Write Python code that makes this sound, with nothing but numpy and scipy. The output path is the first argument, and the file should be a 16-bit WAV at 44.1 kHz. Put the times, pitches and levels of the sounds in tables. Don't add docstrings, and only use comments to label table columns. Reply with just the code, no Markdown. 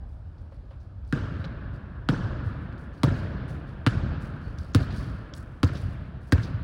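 import sys
import numpy as np
from scipy import signal
from scipy.io import wavfile
from scipy.ndimage import uniform_filter1d

SR = 44100
rng = np.random.default_rng(int(sys.argv[2]) if len(sys.argv) > 2 else 0)


def voltage_ratio(decibels):
    exponent = np.asarray(decibels, float) / 20
    return 10 ** exponent


def store_wav(level_fs):
    pcm = np.round(np.clip(np.atleast_2d(level_fs), -1, 1) * 32767)
    wavfile.write(sys.argv[1], SR, pcm.T.astype(np.int16))


N = 292463
SHORT_N = 6000


def evened(x):
    return x / np.sqrt(np.mean(x ** 2) + 1e-20)


def peaked(x):
    return x / abs(x).max()


def smooth_noise(count, width):
    return evened(uniform_filter1d(rng.standard_normal(count), width))


def patchy(shape, hz_bins, frames):
    across = uniform_filter1d(rng.standard_normal(shape), hz_bins, 0)
    return evened(uniform_filter1d(across, frames, 1))


def read(points, hz):
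    f, value = np.transpose(points)
    return np.interp(np.log(hz + 1), np.log(f + 1), value)


def add(mix, start_s, sound):
    part = mix[round(start_s * SR):][:len(sound)]
    part += sound[:len(part)]


def causal(points):
    hz = abs(np.fft.fftfreq(4096, 1 / SR))
    log_gain = np.log(voltage_ratio(np.maximum(read(points, hz), -100)))
    return np.fft.ifft(np.exp(np.conj(signal.hilbert(log_gain)))).real[:2048]


def ring(t, hz, t60_s, rise_s):
    phase = 2 * np.pi * np.cumsum(hz * np.ones(len(t))) / SR
    return -np.sin(phase) * voltage_ratio(-60 * t / t60_s) * (1 - np.exp(-t / rise_s))


def swell(hz, fall_hz, fall_s, peak_s, late_s, order):
    t = np.maximum(np.arange(SHORT_N) / SR - late_s, 0)
    turns = hz * t + fall_hz * fall_s * (1 - np.exp(-t / fall_s))
    return -np.sin(2 * np.pi * turns) * (t / peak_s * np.exp(1 - t / peak_s)) ** order


# start_s, slap_db, bright_db, ring_db, ring_hz
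BOUNCES = [
    (1.1252, -20.5, -23, 0, 1550),
    (2.088, -14.5, -26.5, -6.5, 1470),
    (3.033, -10, -21.5, -6, 1200),
    (3.8641, -12.5, -28.5, -16, 1356),
    (4.7474, -7, -19, -16, 1344),
    (5.631, -12.5, -23, -10.5, 1264),
    (6.322, -10, -18.5, -7, 1613),
]
# time_s, distance_m
WALK = [
    (0, 12),
    (2.2, 12),
    (5.63, 2.9),
    (6.63, 1.9),
]
# time_s, level_db
HALL_STRENGTH = [(1.1, 1), (2.1, 3), (3.0, 4), (3.9, 3), (4.7, 1.5), (5.6, -1), (6.3, -1)]
# pitch_hz, level_db
HALL_COLOUR = [(29, -39), (50, 6), (98, 3), (203, -16.5), (291, -10.5), (371, -26), (601, -23), (783, -32),
               (1470, -29), (1660, -28), (1960, -39.5), (4670, -46), (11100, -64.5), (12900, -83),
               (16000, -59)]
ROOF = (0.06, -.00105, -22.5, -38, .8, -40.5)
FAR_WALL = (0.4, 0.1, -40, -29.5, -0.87, -55)


def dribble():
    out = np.zeros(N)
    for start_s, slap_db, bright_db, ring_db, ring_hz in BOUNCES:
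        metres = np.interp(start_s, *np.transpose(WALK))
        strength_db = np.interp(start_s, *np.transpose(HALL_STRENGTH))

        body_db = 6 + 0.64 * ring_db
        skin = slap(bright_db, body_db, ring_hz, sharp=1)
        ball = voltage_ratio(ring_db - 3) * ball_air(ring_hz, rise_s=.003)
        add(out, start_s, voltage_ratio(slap_db + 2) * (skin + ball))

        boards_db = -18.5 + .38 * slap_db - 0.2247 * metres
        settle_hz = 74.4 + 5.05 * metres
        add(out, start_s, voltage_ratio(boards_db + 12.5) * boards(settle_hz))

        hz, colour_db = np.transpose(HALL_COLOUR)
        bloom_db = 4 * np.exp(-(np.log(hz / ring_hz) / .18) ** 2)
        bass_db = (1 - 0.34 * metres) * (hz < 150)
        treble_db = (4.5 - .28 * metres) * (hz > 1900)
        colour = np.transpose([hz, colour_db + bass_db + treble_db + bloom_db])
        stretch = 0.82 + 0.031 * metres
        add(out, start_s + .008, voltage_ratio(-28 + strength_db) * hall(colour, stretch, gather_s=.015))

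        for surface in (ROOF, FAR_WALL):
            add(out, *echo(start_s, metres, *surface))
    return out


# pitch_hz, level_db
SLAP_COLOUR = [(350, -42.5), (600, -6), (1000, -8), (1800, -11.5), (2400, -12), (4700, -7), (6250, -15),
               (10600, -18), (12600, -16), (14500, -20), (16000, -12.5)]


def slap(bright_db, body_db, ring_hz, sharp):
    t = np.arange(SHORT_N) / SR
    clumps = voltage_ratio(4 * smooth_noise(len(t), 70))
    envelope = .05 * voltage_ratio(-60 * t / .009) + .045 * clumps * voltage_ratio(-60 * t / .065)
    crackle = rng.standard_normal(len(t)) * envelope
    crackle[:34] *= .4
    crackle[[34, 100, 320, 560]] -= sharp * np.array([1, .15, .3, .22])

    hz = np.geomspace(300, 17000, 80)
    tilt_db = (bright_db + 12.5) * np.clip(np.log2(hz / 3000), 0, 1)
    tilt_db += (bright_db + 23.5) * 0.53 * np.clip(np.log2(hz / 9000), 0, 1)
    ring_db = 9 * np.exp(-(np.log(hz / ring_hz) / .25) ** 2)
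    low_db = body_db * np.clip(np.log2(1600 / hz), 0, 1)
    colour = np.transpose([hz, read(SLAP_COLOUR, hz) + tilt_db + ring_db + low_db])
    return peaked(signal.fftconvolve(crackle, causal(colour))[:len(t)])


# ratio to ring centre, level_db, t60_s
BALL_MODES = [(.74, -8, .04), (.93, -4, .04), (1, 0, .045), (1.09, -4, .04), (1.28, -10, .035),
              (1.62, -12, .03)]


def ball_air(centre_hz, rise_s):
    t = np.arange(SHORT_N) / SR
    out = np.zeros(len(t))
    for ratio, level_db, t60_s in BALL_MODES:
        mode_hz = centre_hz * ratio * rng.uniform(0.99, 1.03)
        out += voltage_ratio(level_db) * ring(t, mode_hz, t60_s, rise_s)
    return out


def boards(hz):
    knock = swell(283 - .15 * hz, 8, .004, .0055, .0015, order=2)
    thump = swell(hz, 232 - hz, .43 / hz, 1.19 / hz, .0042, order=2)
    rattle = swell(483, 0, 1, 0.0054, 0.00377, order=2)
    return voltage_ratio(-2.5) * knock + thump + voltage_ratio(-16.5) * rattle


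def echo(bounce_s, metres, delay_s, delay_s_per_m, ring_db, knock_db, knock_db_per_m, click_db):
    ball = voltage_ratio(ring_db - 6) * ball_air(1400, rise_s=.006)
    click = voltage_ratio(click_db + 5) * slap(-30, 3, 1400, sharp=.12)
    knock = voltage_ratio(knock_db + knock_db_per_m * metres + 1) * swell(251, 0, 1, 0.0037, 0, order=1)
    return bounce_s + delay_s + delay_s_per_m * metres, ball + click + knock


# pitch_hz, t60_s
HALL_T60 = [(60, 2.5), (150, 3.14), (400, 3.37), (1200, 4.04), (3000, 3.05), (6000, 0.9), (11000, 0.61)]


def hall(colour, stretch, gather_s):
    grid = dict(nperseg=512, noverlap=384)
    hz, t, z = signal.stft(rng.standard_normal(2 * SR), SR, **grid)
    lumps_db = patchy(z.shape, 8, 5) * (1.2 + 2.5 * np.exp(-t / .15))
    z = z * voltage_ratio(read(colour, hz)[:, None] + lumps_db)
    lumpy = signal.istft(z, SR, **grid)[1]

    hz, t, z = signal.stft(lumpy, SR, **grid)
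    early_db = 5 * (hz > 230) + 5 * (abs(hz - 650) < 350)
    early_db = early_db[:, None] * np.exp(-(t / 0.041) ** 2)
    decay_db = -60 * t / (stretch * read(HALL_T60, hz)[:, None])
    tail = signal.istft(z * voltage_ratio(early_db + decay_db), SR, **grid)[1]
    t = np.arange(len(tail)) / SR
    return voltage_ratio(22) * tail * (1 - np.exp(-t / gather_s))


# start_s, level_db, pitch_hz
BOOMS = [(1.215, -31, 103), (1.33, -24, 72.7), (1.39, -22.5, 83), (2.229, -19, 102), (2.459, -19.5, 96),
         (2.646, -26.5, 152), (3.085, -23, 96.5), (3.216, -23, 91), (3.288, -24, 70.6), (3.959, -20.5, 90),
         (4.577, -23.5, 73), (4.84, -27, 84), (4.926, -22.5, 86.5), (5.834, -20, 88.8), (6.006, -26.5, 76),
         (6.38, -16, 102.4), (6.535, -17.5, 96)]


def booms():
    out = np.zeros(N)
    for start_s, level_db, pitch_hz in BOOMS:
        add(out, start_s, voltage_ratio(level_db - 3.5) * swell(pitch_hz, 28, 0.0094, 1.35 / pitch_hz, 0, order=2))
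    return out


# start_s, level_db, pitch_hz
PATS = [
    (0.52, -44.5, 545),
    (0.709, -45.5, 540),
    (1.442, -36.5, 555),
]


def pats():
    out, t = np.zeros(N), np.arange(SHORT_N) / SR
    dull = causal([(300, -19), (500, -4), (1200, -5), (3000, -22), (8000, -50)])
    for start_s, level_db, pitch_hz in PATS:
        puff = signal.fftconvolve(rng.standard_normal(len(t)) * voltage_ratio(-60 * t / 0.23), dull)
        hollow = ring(t, pitch_hz, t60_s=0.067, rise_s=0.0018)
        add(out, start_s, voltage_ratio(level_db) * (hollow + 0.57 * peaked(puff)[:len(t)]))
    return out


# start_s, level_db, pitch_hz
TAPS = [(1.049, -55, 4300), (1.076, -53, 7200), (1.442, -30, 3220), (1.4475, -32, 3700),
        (1.4535, -35, 4200), (1.48, -40, 2930), (2.779, -47, 4050), (3.48, -51, 8500), (4.585, -31.5, 4540),
        (4.925, -34, 4370), (4.971, -42, 7840), (5.337, -27, 4240), (5.35, -46, 9000), (5.365, -46, 5500),
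        (5.381, -39, 8500), (5.645, -30, 4900), (5.735, -43, 8900), (5.771, -35, 4500), (5.817, -44, 10500),
        (6.418, -48, 9500), (6.443, -51, 6000)]
# start_s, level_db, pitch_hz
SCUFFS = [(.381, -55, 4170), (.705, -52, 3280), (.731, -56, 3000), (.8, -58, 4750), (2.937, -55, 5160),
          (4.735, -41, 5200), (4.906, -35.5, 3480), (5.751, -35, 4120), (6.314, -48, 5600),
          (6.431, -32.5, 4300)]


def ticks():
    out, t = np.zeros(N), np.arange(SHORT_N) / SR
    for table, t60_s in ((TAPS, 0.015), (SCUFFS, 0.11)):
        for start_s, level_db, hz in table:
            colour = causal([(hz / 3, -36), (hz / 1.3, -3), (hz * 1.25, -3), (hz * 2.2, -36)])
            envelope = voltage_ratio(-60 * t / t60_s) * (1 - np.exp(-t / 0.00033))
            burst = rng.standard_normal(len(t)) * envelope
            add(out, start_s, voltage_ratio(level_db - 7) * peaked(signal.fftconvolve(burst, colour)))
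    return out


# start_s, length_s, pitch_hz, level_db
SQUEAK = (4.41, .12, 4450, -66)


def squeak():
    out = np.zeros(N)
    start_s, length_s, pitch_hz, level_db = SQUEAK
    u = np.arange(round(length_s * SR))
    waver = 1 + .03 * smooth_noise(len(u), 80)
    tone = np.sin(2 * np.pi * np.cumsum(pitch_hz * waver) / SR)
    add(out, start_s, voltage_ratio(level_db) * tone * np.sin(np.pi * u / len(u)))
    return out


# pitch_hz, level_db
CLOTH_COLOUR = [(2000, -31), (4500, 1), (7000, -0.5), (10000, 1), (14500, 2.5), (16000, 1.5)]
# start_s, level_db, length_s
RUSTLES = [(.075, -77, .12), (.384, -79, .073), (1.3794, -73, .08), (2.436, -68.5, .1), (2.5294, -75, .066),
           (2.5994, -77, .08), (2.774, -68, .094), (3.134, -64.5, 0.13), (3.476, -59.5, .085),
           (4.201, -60.5, .093), (5.342, -54.5, 0.078), (5.795, -61.5, 0.092), (5.886, -66, .08),
           (6.198, -70.5, 0.16), (6.268, -65, .034), (6.365, -66, .071)]
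# start_s, level_db, length_s
RUBS = [(.511, -72, .053), (.693, -79, .073), (.805, -73, .056), (1.056, -69, .2), (1.729, -67.5, .056),
        (2.923, -68, 0.13), (3.667, -69, .08), (4.33, -72, .11), (4.405, -69, .2), (4.574, -59, .096),
        (4.672, -68, .057), (4.798, -55, .062), (4.903, -57.5, 0.15), (4.945, -55.5, .12),
        (5.021, -63.5, 0.18), (5.667, -54, .02), (5.722, -56, .11), (6.414, -56, 0.065)]


def swishes():
    out = np.zeros(N)
    hz, base_db = np.transpose(CLOTH_COLOUR)
    for table, mid_lift_db in ((RUSTLES, 7.5), (RUBS, 15)):
        colour = causal(np.transpose([hz, base_db + mid_lift_db * (hz < 6000)]))
        for start_s, level_db, length_s in table:
            u = np.arange(16000) / SR / np.clip(length_s, .02, .2)
            grains = rng.standard_normal(len(u)) * voltage_ratio(3 * smooth_noise(len(u), 200))
            hiss = evened(signal.fftconvolve(grains, colour)[:len(u)])
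            rise = 1 - np.exp(-u / 0.21) ** 1.8
            fall = np.exp(-(1.2 * u) ** 2) + .15 * np.exp(-u / 4.5)
            add(out, start_s, voltage_ratio(level_db - 1.5) * hiss * peaked(rise * fall))
    return out


# pitch_hz, level_db
AIR_COLOUR = [(22, -31), (37, -5), (60, 0.5), (101, -6.5), (163, -18), (248, -23.5), (410, -33), (560, -32),
              (780, -36), (1650, -41), (1950, -51), (5000, -58.5), (6300, -69), (16000, -76)]


def ventilation():
    frames, hz = N // 512 + 5, np.fft.rfftfreq(2048, 1 / SR)
    shape = (len(hz), frames)
    noise = rng.standard_normal(shape) + 1j * rng.standard_normal(shape)
    z = noise * voltage_ratio(read(AIR_COLOUR, hz)[:, None] + 1.4 * patchy(shape, 14, 8))
    return voltage_ratio(-40) * evened(signal.istft(z, nperseg=2048, noverlap=1536)[1][:N])


def scene():
    mix = dribble() + booms() + pats() + ticks() + squeak() + swishes() + ventilation()
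    return mix[None]


def low_pass(x):
    return signal.sosfilt(signal.butter(12, 17130, fs=SR, output="sos"), x)


# pitch_hz, level_db
PORT = [(10500, 0.5), (12000, -8.5), (12800, -30), (13600, -4), (14500, -14.5), (15800, -1.5), (16050, -28),
        (16600, -34.5), (17000, -62.5)]


def record(dry):
    low_cut = signal.butter(3, 33, "high", fs=SR, output="sos")
    dry = signal.sosfiltfilt(low_cut, dry)
    finished = signal.oaconvolve(dry, causal(PORT)[None])[:, :N]
    return low_pass(finished)


dry = scene()
out = record(dry)
store_wav(out)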